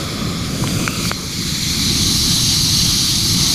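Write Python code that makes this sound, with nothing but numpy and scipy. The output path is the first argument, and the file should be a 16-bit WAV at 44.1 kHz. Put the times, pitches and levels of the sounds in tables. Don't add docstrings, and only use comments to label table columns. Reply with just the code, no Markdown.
import sys
import numpy as np
from scipy import signal
from scipy.io import wavfile
from scipy.ndimage import uniform_filter1d

SR = 44100
rng = np.random.default_rng(int(sys.argv[2]) if len(sys.argv) > 2 else 0)


def file_out(sig):
    cols = np.atleast_2d(sig).T
    lim = np.clip(cols, -1, 1)
    pcm = np.round(lim * 32767).astype(np.int16)
    wavfile.write(sys.argv[1], SR, pcm)


def voltage_ratio(level):
    return 10 ** (np.asarray(level, float) / 20)


N = 156114

# (time [s], jet level [dB], pose [0 rim, 1 pilot, 2 tilting up, 3 under burner],
# closeness of basket and pilot [0-1], basket echo dip [Hz])
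TURN = [(0, -27.5, 0.22, 0.83, 850), (.2, -28, 0.17, 0.78, 870), (.4, -28, .01, 0.6, 960),
        (.52, -28.5, 0.6, 0.69, 920), (.7, -25.5, 0.78, 0.83, 890), (.86, -24.5, 1.13, 1, 795),
        (1.0, -21.5, 1.47, 1, 820), (1.09, -20.5, 1.4, .6, 720), (1.2, -22.5, 2.4, 0.7, 694),
        (1.35, -22.5, 1.74, 0.39, 660), (1.7, -19, 1.91, 0.34, 583), (2.0, -17.5, 2.56, 0.36, 583),
        (2.2, -15.5, 2.8, 0.04, 570), (2.38, -15.5, 2.8, 0, 537), (2.62, -16, 4, 0.06, 555),
        (2.9, -15.5, 3.3, 0, 560), (3.2, -17, 2.72, 0.08, 550), (3.54, -15, 2.84, .3, 550)]


def jet():
    # (frequency [Hz], level [dB per Hz])
    from_rim = [(600, -9), (1800, -11.5), (3000, -13), (4500, -8), (7000, -7), (8300, -22), (11000, -17.5),
                (15500, -30)]
    beside_pilot = [(600, -28), (1800, -14), (3000, -4), (4500, -3.5), (7000, -4), (8500, -9.5),
                    (11000, -12), (15500, -20)]
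    tilting_up = [(600, -22.5), (1700, -16), (2800, -17), (4300, -5.5), (6800, -8.5), (7800, -19.5),
                  (11000, -17), (15500, -28.5)]
    under_burner = [(600, -20), (1700, -23), (2700, -14), (4300, -7), (6500, -9.5), (7200, -16.5),
                    (11000, -20), (15500, -33.5)]
    t, hz = grid(size=1024)
    views = np.hstack([read(view, hz) for view in (from_rim, beside_pilot, tilting_up, under_burner)])
    field = views @ poses(t) + housing(t, hz)
    field = field - 40 * (hz < 200)
    level_db = curve(TURN, np.arange(N) / SR)[0]
    return voltage_ratio(level_db) * noise(field, patchy_db=1.26, flicker_db=0.57)


def flame():
    # (time [s], level [dB])
    swell = [(0, -26), (.25, -22), (.45, -22.5), (.65, -19.5), (.82, -20), (.93, -21.5), (1.03, -19),
             (1.2, -24.5), (1.4, -21), (1.6, -23), (1.8, -20), (2.06, -18.5), (2.2, -19.5), (2.5, -22.5),
             (2.8, -20.5), (3.12, -23.5), (3.26, -19.5), (3.54, -23.5)]
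    # (frequency [Hz], level [dB per Hz])
    rumble = [(8.8, -50), (15, -14.5), (69, -5), (162, -1), (306, -12), (345, -13.5), (389, -29.5),
              (439, -27.5), (560, -66), (730, -64), (1230, -120)]
    shelter_db, shelter_hz = -4.5, 117
    t, hz = grid(size=2048)
    _, _, close, dip_hz = curve(TURN, t)
    field = read(rumble + [(1500, -71)], hz) + dip(hz, dip_hz)
    field = field + shelter_db * close * bump(hz, 0, 2 * shelter_hz)
    level_db = curve(swell, np.arange(N) / SR)[0]
    return voltage_ratio(level_db) * noise(field, patchy_db=.2, flicker_db=0.32)


def basket():
    # (frequency [Hz], level [dB per Hz])
    reflected = [(300, -1.5), (500, -4), (850, -12.5), (1300, -9.5), (1750, -17), (2300, -18), (3300, -25),
                 (6000, -60)]
    t, hz = grid(size=1024)
    field = read([(100, -45)] + reflected + [(15000, -60)], hz) + housing(t, hz)
    close = np.clip(curve(TURN, np.arange(N) / SR)[2], 0, 2)
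    return voltage_ratio(-28) * close * noise(field, patchy_db=.4, flicker_db=0.7)


def ticks():
    tick_times = [.446, .6388, .6742, .8771, 1.0535, 1.1152]
    # (peak [dB], pitch [Hz], brightness [dB per octave], rise [s], 60 dB ring time [s])
    touches = [
        (-15, 2300, -3, 0.00039, .003),
        (-11, 990, -25, .0007, .016),
        (-6, 1950, -1, .0005, .0045),
        (2.5, 1420, -1, .0005, .0065),
        (-15, 1300, -14, .0005, .006),
        (1, 1320, -15, 0.00012, 0.0026),
    ]
    # (multiple of pitch, level [dB], share of ring time)
    shell = [(1, 0, 1), (1.7, -1, .9), (2.4, -9, .7), (3.2, -14, .6), (4.0, -7, .7), (4.7, -13, .6)]
    bounce_s, bounce = .0011, .3
    out, t = np.zeros(N), np.arange(600) / SR
    for s, (db, hz, bright_db, rise, t60) in zip(tick_times, touches):
        ring = np.zeros(len(t))
        for m, mode_db, share in shell:
            fade_db = mode_db + bright_db * np.log2(m) - 60 * t / (t60 * share)
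            onset = 1 - np.exp(-(t * m / rise) ** 2)
            ring = ring + voltage_ratio(fade_db) * np.sin(2 * np.pi * hz * m * t) * onset
        ring = ring - bounce * np.interp(t - bounce_s, t, ring, left=0)
        out[round(s * SR):][:len(t)] += voltage_ratio(db) * ring / abs(ring).max()
    return out


def housing(t, hz):
    # (centre [Hz], width [Hz], lift [dB] at rim, by pilot, tilting up, under burner)
    resonances = [(1194, 226, 8, -3.5, 5.5, 5), (2250, 520, 6, 3, 10.5, 1),
                  (2560, 310, 0.5, -0.5, -1.5, -5.5), (3396, 410, 11.5, 1, 5.5, 0),
                  (4064, 600, 9.5, 0, 7.5, 6), (4646, 440, 5, 8, 1.5, 5.5), (5280, 350, 6, 0.5, -2.5, -1),
                  (5550, 300, 0, -8, 2.5, 4), (6250, 690, -1.5, 2, 1.5, 3.5), (7370, 570, 1, 0.5, 4, -1),
                  (8360, 380, 5, 3, 2.5, 2), (9300, 650, 4, 6, -2, -2.5), (10350, 1200, 4.5, 1, 2, 6),
                  (12800, 2200, 1.5, 3, 1, 4)]
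    # (time [s], pitch [Hz], lift [dB])
    gap = [
        (.72, 2340, 0.5),
        (.82, 2470, 7),
        (.95, 2680, 9),
        (1.04, 2440, 6),
        (1.14, 2250, -0.5),
    ]
    gap_width_hz, trough_ratio = 300, .73
    gap_hz, gap_db = curve(gap, t)
    song = bump(hz, gap_hz, gap_width_hz) + bump(hz, gap_hz / 2, gap_width_hz)
    song = song - 0.47 * bump(hz, trough_ratio * gap_hz, gap_width_hz)
    colour = dip(hz, curve(TURN, t)[3]) + gap_db * song
    for f, width, *lift_db in resonances:
        colour = colour + (lift_db @ poses(t)) * bump(hz, f, width)
    return colour


def dip(hz, centre_hz):
    depth_db, width_hz = -13, 80
    return depth_db / (1 + (2 * (hz - centre_hz) / width_hz) ** 2)


def bump(hz, centre_hz, width):
    return 1 / (1 + (2 * (hz - centre_hz) / width) ** 4)


def poses(t):
    pose = np.clip(curve(TURN, t)[1], 0, 3)
    return np.clip(1 - abs(pose - np.arange(4)[:, None]), 0, 1)


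def noise(field_db, patchy_db, flicker_db):
    bins, frames = field_db.shape
    a, b, patches, wide = rng.standard_normal((frames, bins, 4)).T
    patches = evened(uniform_filter1d(uniform_filter1d(patches, size=10, axis=0), size=12, axis=1))
    wide = evened(uniform_filter1d(uniform_filter1d(wide, size=150, axis=0), size=3, axis=1))
    shape = voltage_ratio(field_db)
    shape = shape / np.sqrt((shape ** 2).sum(0))
    shape = shape * voltage_ratio(patchy_db * patches + flicker_db * wide)
    sound = signal.istft((a + 1j * b) * shape, nperseg=2 * bins - 2, noverlap=3 * (bins - 1) // 2)[1]
    return evened(sound[:N])


def evened(x):
    return x / np.sqrt(np.mean(x ** 2) + 1e-20)


def read(points, hz):
    f, value = np.transpose(points)
    return np.interp(np.log(hz + 1), np.log(f + 1), value)


def curve(table, t):
    rows = np.transpose(table)
    return [np.interp(t, rows[0], row) for row in rows[1:]]


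def grid(size):
    hop = size // 4
    return np.arange(N // hop + 5) * hop / SR, np.fft.rfftfreq(size, 1 / SR)[:, None]


def gain_control():
    # (time [s], drop [dB])
    drops = [
        (0.869, -3),
        (1.099, -5),
    ]
    fall_s, recover_s = 0.003, 0.3
    t = np.arange(N) / SR
    duck_db = np.zeros(N)
    for s, db in drops:
        fall = np.clip((t - s) / fall_s, 0, 1)
        duck_db = duck_db + db * fall * np.exp(-np.maximum(t - s, 0) / recover_s)
    return voltage_ratio(duck_db)


def scene():
    roar = flame() + jet() + basket()
    mono = roar * gain_control() + ticks()
    return np.array([mono, mono])


def roll_off(x):
    return signal.sosfilt(signal.butter(12, 15550, fs=SR, output="sos"), x)


def record(dry):
    ceiling, edge_hz = .93, 15350
    clipped = np.clip(dry, -ceiling, ceiling)
    low_pass = signal.firwin(511, edge_hz, window=("kaiser", 9), fs=SR)
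    mix = signal.oaconvolve(clipped, low_pass[None], "same")
    return roll_off(mix)


dry = scene()
out = record(dry)
file_out(out)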